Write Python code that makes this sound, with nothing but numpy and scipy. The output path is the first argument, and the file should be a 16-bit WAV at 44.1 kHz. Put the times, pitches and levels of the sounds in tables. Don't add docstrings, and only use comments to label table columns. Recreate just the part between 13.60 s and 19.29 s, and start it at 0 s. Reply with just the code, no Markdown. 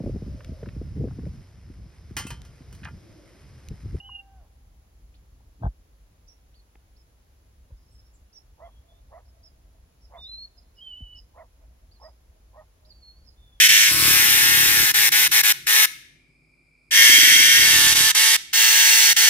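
import sys
import numpy as np
from scipy import signal
from scipy.fft import rfft, irfft, next_fast_len
from scipy.io import wavfile
from scipy.ndimage import uniform_filter1d

SR = 44100
rng = np.random.default_rng(int(sys.argv[2]) if len(sys.argv) > 2 else 0)


def file_out(sig):
    cols = np.atleast_2d(sig).T
    lim = np.clip(cols, -1, 1)
    pcm = np.round(lim * 32767).astype(np.int16)
    wavfile.write(sys.argv[1], SR, pcm)


def magnitude_from_level(level_db):
    exponent = np.asarray(level_db, float) / 20
    return 10 ** exponent


N = 250929

# start t/s, stop t/s, level at start/dB, level at stop/dB
BURSTS = [
    (0, 1.319, -13, -16.5),
    (1.339, 1.493, -15, -15),
    (1.517, 1.678, -14.5, -15.5),
    (1.713, 1.816, -15, -13.5),
    (1.831, 1.924, -16, -13),
    (2.066, 2.257, -15.5, -13.5),
    (3.308, 4.517, -10, -16),
    (4.546, 4.765, -15, -15.5),
    (4.929, 5.531, -13.5, -13.5),
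    (5.562, 5.74, -13, -13.5),
]
# t/s, strokes per s
STROKES = [(0, 107.3), (.45, 108), (1.2, 107.2), (1.45, 108), (1.75, 109), (2.2, 109.8), (3.32, 108.8),
           (3.62, 107.8), (4.15, 109.4), (4.5, 109.2), (4.68, 111.5), (5.06, 111.4), (5.5, 110.2),
           (5.69, 111)]
# place in the stroke (0-1), strength/dB
RIBS = [(.02, 0), (.265, -1), (.52, -2), (.77, -1.5)]
# t/s, length of the turn/s
TURNS = [
    (.3, 0.057),
    (0.519, 0.2),
    (2.8, .1),
    (4.082, 0.24),
    (4.85, .1),
]
# t/s, depth/dB, half length/s
FALTERS = [
    (0.082, 9.5, 0.0089),
    (0.355, 4.5, 0.12),
    (4.344, 10.5, 0.015),
]
START_DB, START_S = 12, 0.0038
SWELL_DB, SWELL_S, REST_POWER = 14.5, 0.032, 0.55
STOP_DB, STOP_S = 3, 0.0098
PICK_UP, PICK_UP_S = .07, .035
TIRE, TIRE_S = .045, .025
PAIRED = .7
WEAK_RIB_DB = 7

# f/Hz, width/Hz, level/dB
BELLY_LOW = [(1720, 160, 3), (2150, 140, 3), (2540, 130, 5), (3130, 150, 3), (4250, 200, 3), (9400, 300, 3)]
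# f/Hz, width/Hz, level/dB
BELLY_UP = [(1800, 160, 3), (2150, 140, 3), (2780, 110, 6), (3210, 110, 6), (4610, 130, 5), (6080, 200, 3)]
# f/Hz, width/Hz
FINGERS = [(432, 90), (600, 250), (865, 120), (1088, 90)]
FINGERS_DB = [(-6.5, -1.5, -13.5, 0), (-6.5, 11.5, -9, -5), (-2, -4, -4.5, -1), (-0.5, 8, -9, 1.5),
              (-3.5, -4.5, -3.5, -7.5), (1, -7.5, -1, -2.5)]
# f/Hz, level/dB
BASS = [
    [(210, -39), (410, -22.5), (640, -23.5), (860, -16)],
    [(210, -26.5), (410, -25), (620, -29), (830, -15.5)],
]
# f/Hz, level/dB
PINCHED = [
    [(1000, -21.5), (1310, -7.5), (1520, -6), (2140, 5), (4340, -5), (6820, -6.5), (8610, -8), (15300, -11)],
    [(1520, -14.5), (1860, 8), (2270, -15.5), (3170, 2.5), (4820, -7.5), (5510, 5), (9230, -12.5),
     (15300, -10.5)],
]
TILTED = [
    [(1100, -2.5), (1520, -3.5), (2270, -0.5), (3860, -5), (4690, -3), (6270, -5.5), (12200, 3),
     (15300, -17)],
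    [(1170, 2), (1720, -11), (3790, 0), (4890, 0), (5440, 7.5), (5930, -2.5), (14330, -11.5), (15300, 0.5)],
]
CUPPED = [
    [(1030, -24.5), (1790, 3.5), (2760, -4.5), (8130, -9.5), (9440, -3.5), (10680, -10.5), (11780, -2.5),
     (15300, -19)],
    [(1030, -8), (1720, -4.5), (2270, -9.5), (3930, -2.5), (4800, -11.5), (5440, 0.5), (8500, -15),
     (15300, -7.5)],
]
RAISED = [
    [(1170, -15.5), (1720, 12), (2200, 13.5), (2480, 3.5), (3790, 6), (4960, -3.5), (5990, 3.5),
     (15300, -6)],
    [(1930, 7), (2960, 1.5), (3240, 14.5), (4000, -5.5), (5650, 11.5), (7370, -4), (9300, -3),
     (15300, -5.5)],
]
SHIFTED = [
    [(1100, -11.5), (1790, -2.5), (3170, -8.5), (3720, -3.5), (4820, -7.5), (7100, -16), (10750, -9.5),
     (15300, -19.5)],
    [(1310, -6.5), (1520, -36), (1790, 0), (2340, -17), (3240, -2.5), (4820, -7.5), (5440, -1),
     (15300, -16.5)],
]
UPRIGHT = [
    [(1100, -19.5), (1790, 1.5), (3500, -6.5), (4410, 0.5), (4890, -28.5), (5790, -1.5), (8680, -9.5),
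     (15300, -10.5)],
    [(1100, -17.5), (1790, -2.5), (2410, -10.5), (3240, 0), (4820, -4.5), (5440, 2), (13370, -15.5),
     (15300, -4)],
]

# f/Hz, t60/s
ROOM = [(300, .33), (1000, .38), (2000, .68), (5000, .58), (9000, .5), (15000, .34)]
# f/Hz, level per Hz/dB
AIR = [(240, -36), (400, -20), (495, -15), (542, -16.5), (994, -25), (1350, -21.5), (1850, -34), (2360, 2),
       (2870, -36), (3950, -31.5), (5030, -18), (5680, -37), (8560, -28), (10400, -31.5), (15000, -47.5)]
AIR_DB = -64
# f/Hz, level/dB
HUM = [(51, -66.5), (152, -70.5), (253, -72.5)]
# t/s, level/dB
HANDLING = [(0, -48.5), (1.6, -48), (2.3, -62), (3.28, -71), (3.36, -50.5), (3.9, -44.5), (4.4, -56),
            (4.6, -62), (5, -64.5), (5.69, -59.5)]
# f/Hz, level per Hz/dB
RUMBLE = [(15, -42.5), (25, 1), (48, -3.5), (75, 0.5), (156, 6.5), (232, -7.5), (310, 1.5), (400, -3.5),
          (520, -41.5), (880, -120)]
RUMBLE_APART = .55

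# t/s, beats per s, level/dB
FLUTTER = [
    [(0.29, 36.3, -36.5), (0.47, 36.4, -33.5), (0.576, 33.8, -37.5), (0.816, 33.9, -41.5),
     (0.9, 35.2, -39.5), (1.25, 35.2, -37)],
    [(3.97, 36.0, -40), (4.266, 36.9, -36.5), (4.344, 37.2, -42), (4.408, 33, -36), (4.48, 37.2, -48)],
]
# t/s, knock level/dB
SLAPS = [(3.493, -37.5), (3.536, -41), (3.58, -40), (3.628, -41), (3.672, -43), (3.715, -45), (3.754, -42),
         (3.797, -41.5), (3.839, -48.5), (3.88, -48), (3.919, -50)]
# f/Hz, level per Hz/dB
WING = [(24, -43.5), (40, -12.5), (59, -0.5), (97, -4.5), (140, -0.5), (222, -14.5), (319, -1.5),
        (392, -13), (420, -13), (550, -23), (920, -120)]
TICK_GAIN = 14
PUFF_DB = -3.5

CUTOFF_HZ = 15520


def at_hz(points, hz):
    table = np.array(points)
    return np.interp(np.log(hz + 1), np.log(table[:, 0]), table[:, 1])


def rms_one(x):
    return x / np.sqrt(np.mean(x ** 2) + 1e-20)


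def response(spectrum, size, rings=()):
    hz = np.arange(size // 2 + 1) * SR / size
    db = at_hz(spectrum, hz)
    db = db + sum(top_db / (1 + (2 * (hz - at) / width) ** 2) for at, width, top_db in rings)
    fall = 3 * np.log(np.clip(hz / spectrum[0][0], .02, 1))
    cepstrum = irfft(np.log(magnitude_from_level(db)) + fall)
    cepstrum[1:size // 2] *= 2
    cepstrum[size // 2 + 1:] = 0
    return irfft(np.exp(rfft(cepstrum)))


def band_shares(count, low_hz, high_hz, size):
    hz = np.clip(np.arange(size // 2 + 1) * SR / size, low_hz, high_hz)
    place = np.log(hz / low_hz) / np.log(high_hz / low_hz)
    return [np.clip(1 - abs(place * (count - 1) - k), 0, 1) for k in range(count)]


def level(tables, column):
    t, gain = np.arange(N) / SR, np.zeros(N)
    for rows in map(np.array, tables):
        lasting = (t >= rows[0, 0]) * (t <= rows[-1, 0])
        gain += magnitude_from_level(np.interp(t, rows[:, 0], rows[:, column])) * lasting
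    return gain


def coloured(spectrum, apart):
    mid, left, right = rng.standard_normal((3, N))
    white = [mid + apart * left, mid + apart * right]
    shape = response(spectrum, size=8192)[None, :4096]
    return rms_one(signal.oaconvolve(white, shape, axes=1)[:, :N])


def muscle():
    t, short = np.arange(N) / SR, np.zeros(N)
    for start, stop, *_ in BURSTS:
        inside = (t >= start) * (t <= stop)
        slow_start = PICK_UP * (start > 0) * np.exp(-abs(t - start) / PICK_UP_S)
        tired_end = TIRE * np.exp(-abs(stop - t) / TIRE_S)
        short += inside * (slow_start + tired_end)
    points = N // 900 + 2
    tremble = np.interp(np.arange(N) / 900, np.arange(points), rng.standard_normal(points))
    pace = np.interp(t, *np.transpose(STROKES)) * (1 - short + .008 * tremble)
    return np.cumsum(pace) / SR


def effort_of_bursts():
    t, gain, rested_since = np.arange(N) / SR, np.zeros(N), 0
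    falter_db = sum(db * np.clip(1 - abs(t - s) / half, 0, 1) for s, db, half in FALTERS)
    for start, stop, start_db, stop_db in BURSTS:
        since = np.clip(t - start, 0, None)
        left = np.clip(stop - t, 0, None)
        rest = max(start - rested_since, 0)
        db = np.interp(t, [start, stop], [start_db, stop_db]) - falter_db
        db -= STOP_DB * np.exp(-left / STOP_S)
        db -= SWELL_DB * rest ** REST_POWER * np.exp(-since / SWELL_S)
        db -= START_DB * (rest > 0) * np.exp(-since / START_S)
        gain += magnitude_from_level(db) * (t >= start) * (t <= stop)
        rested_since = stop
    return gain


def drum(turns, jitter_s, spread_s, colour_db, wander_db, uneven_db, crackle_db, count):
    strokes = np.arange(int(turns[-1]) + 1)
    place, strength_db = np.transpose(RIBS)
    ribs = len(RIBS)
    buckle = np.interp(strokes[:, None] + place, turns, np.arange(N))
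    buckle += jitter_s * SR * rng.standard_normal(buckle.shape)
    fade = np.exp(-1 / (.0028 * SR))
    size, out = next_fast_len(N), 0
    for k, share in enumerate(band_shares(count, 802, 12600, size=size)):
        bright = min(.3 + (k / 4) ** 2, 1)
        slide, wander = uniform_filter1d(rng.standard_normal((2, *buckle.shape)), size=36, axis=1) * 6
        habit = PAIRED * np.tile(rng.random(2), 2) + (1 - PAIRED) * rng.random(ribs)
        late = bright * spread_s * SR * (habit + .09 * slide)
        weak = (np.arange(4) + (k + 1) // 2) % 2
        db = strength_db - WEAK_RIB_DB * (bright - .3) * weak
        db = db + bright * (colour_db * rng.standard_normal(ribs) + wander_db * wander)
        snaps = np.zeros(N)
        moments = (buckle + late).clip(0, N - 1).astype(int)
        snaps[moments] = magnitude_from_level(db + uneven_db * rng.standard_normal(buckle.shape))
        crackle = signal.lfilter([np.sqrt(1 - fade ** 2)], [1, -fade], snaps) * rng.standard_normal(N)
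        band_crackle_db = crackle_db + 16 * (k / count) ** 2 + 7 * (k < 1)
        out = out + share * rfft(rms_one(snaps + magnitude_from_level(band_crackle_db) * crackle), size)
    return irfft(out, size)[:N]


def cicada():
    effort = effort_of_bursts() * first_snap()
    turns = muscle()
    left, right = (effort * drum(turns, jitter_s=.000025, spread_s=.0019, colour_db=1.5, wander_db=1.2,
                                 uneven_db=1.0, crackle_db=-12, count=12) for side in range(2))
    around = magnitude_from_level(-8)
    ears = np.array([left + around * right, np.roll(right + around * left, 4)])
    t, out = np.arange(N) / SR, np.zeros((2, N))
    turned = [1] + [np.clip((t - s) / length + .5, 0, 1) for s, length in TURNS] + [0]
    for k, spectra in enumerate([PINCHED, TILTED, CUPPED, RAISED, SHIFTED, UPRIGHT]):
        belly = BELLY_LOW if k < 3 else BELLY_UP
        rings = belly + [(*part, db) for part, db in zip(FINGERS, FINGERS_DB[k])]
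        body = np.array([response(low + high, size=2048, rings=rings)[:1024] for low, high in zip(BASS, spectra)])
        body = body / np.sqrt(np.sum(body ** 2))
        held = ears * (turned[k] - turned[k + 1])
        out += signal.oaconvolve(held, body, axes=1)[:, :N]
    return magnitude_from_level(6.0) * out


def room(x):
    size = 32768
    t, tail = np.arange(size) / SR, 0
    white = rfft(rng.standard_normal((2, size)))
    for k, share in enumerate(band_shares(9, 300, 15000, size=size)):
        t60 = at_hz(ROOM, 300 * 50 ** (k / 8))
        tail = tail + irfft(white * share) * magnitude_from_level(-60 * t / t60)
    tail *= np.clip((t - .003) / 0.0027, 0, 1)
    return signal.oaconvolve(x, tail / np.sqrt(np.sum(tail ** 2) / 2), axes=1)[:, :N]


def background():
    t = np.arange(N) / SR
    pulses = np.diff(np.floor(118 * t), prepend=0) * magnitude_from_level(rng.standard_normal(N))
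    r, w = np.exp(-np.pi * 220 / SR), 2 * np.pi * 2310 / SR
    chorus = rms_one(signal.lfilter([1], [1, -2 * r * np.cos(w), r * r], pulses))
    hum = sum(magnitude_from_level(db) * np.sin(2 * np.pi * hz * t) for hz, db in HUM)
    rumble = level([HANDLING], column=1) * coloured(RUMBLE, apart=RUMBLE_APART)
    air = magnitude_from_level(AIR_DB) * coloured(AIR, apart=1.0)
    return air + magnitude_from_level(-85.0) * chorus + hum + rumble


def wings():
    beats = np.zeros(N)
    for rows in map(np.array, FLUTTER):
        n = np.arange(rows[0, 0] * SR, rows[-1, 0] * SR).astype(int)
        turns = 0.14 + np.cumsum(np.interp(n / SR, rows[:, 0], rows[:, 1])) / SR
        beats[n[1:][np.diff(np.floor(turns)) > 0]] = 1
    beats *= magnitude_from_level(0.51 * rng.standard_normal(N))
    rustle = magnitude_from_level(-40.0) * (rng.standard_normal(N) + 1.5 * rng.standard_normal((2, N)))
    steep = WING + [(700, -55.5), (2000, -76)]
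    gain = level(FLUTTER, column=2)
    puffs = signal.oaconvolve(beats + rustle, response(steep, size=8192)[None, :4096], axes=1)[:, :N]
    puffs *= gain / np.sqrt(np.mean(puffs[:, gain > 0] ** 2))
    ticks = signal.lfilter([1], [1, -.97], beats * gain) * rng.standard_normal((2, N))
    treble = signal.butter(2, [6000, 14000], "band", fs=SR, output="sos")
    ticks = TICK_GAIN * signal.sosfilt(treble, ticks)
    t = np.arange(2000) / SR
    knock = np.sin(2 * np.pi * 300 * t) * t / 0.0018 * np.exp(-t / 0.0029)
    push = np.sin(2 * np.pi * 110 * t) * t / .004 * np.exp(-t / 0.0037)
    for s, knock_db in SLAPS:
        thud = magnitude_from_level(knock_db + 15.5) * knock + magnitude_from_level(knock_db + PUFF_DB + 13.5) * push
        start = round((s + 0.0018) * SR)
        puffs[:, start:start + len(t)] += thud
    ear_db = np.array([[1.], [-1.]])
    return puffs * magnitude_from_level(ear_db) + ticks


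def first_snap():
    t, gain = np.arange(N) / SR, np.ones(N)
    for start, *_ in BURSTS[1:]:
        since = t - start - .004
        gain *= 1 + (since > 0) * np.exp(-np.abs(since) / 0.0018)
    return gain


def scene():
    near = cicada() + wings()
    return near + magnitude_from_level(-19) * room(near) + background()


def low_pass(x):
    return signal.sosfilt(signal.butter(12, 16610, fs=SR, output="sos"), x)


def record(dry):
    top_cut = signal.cheby1(14, .5, CUTOFF_HZ, fs=SR, output="sos")
    x = signal.sosfilt(top_cut, dry)
    return low_pass(np.clip(x, -1, 1))


dry = scene()
out = record(dry)
file_out(out)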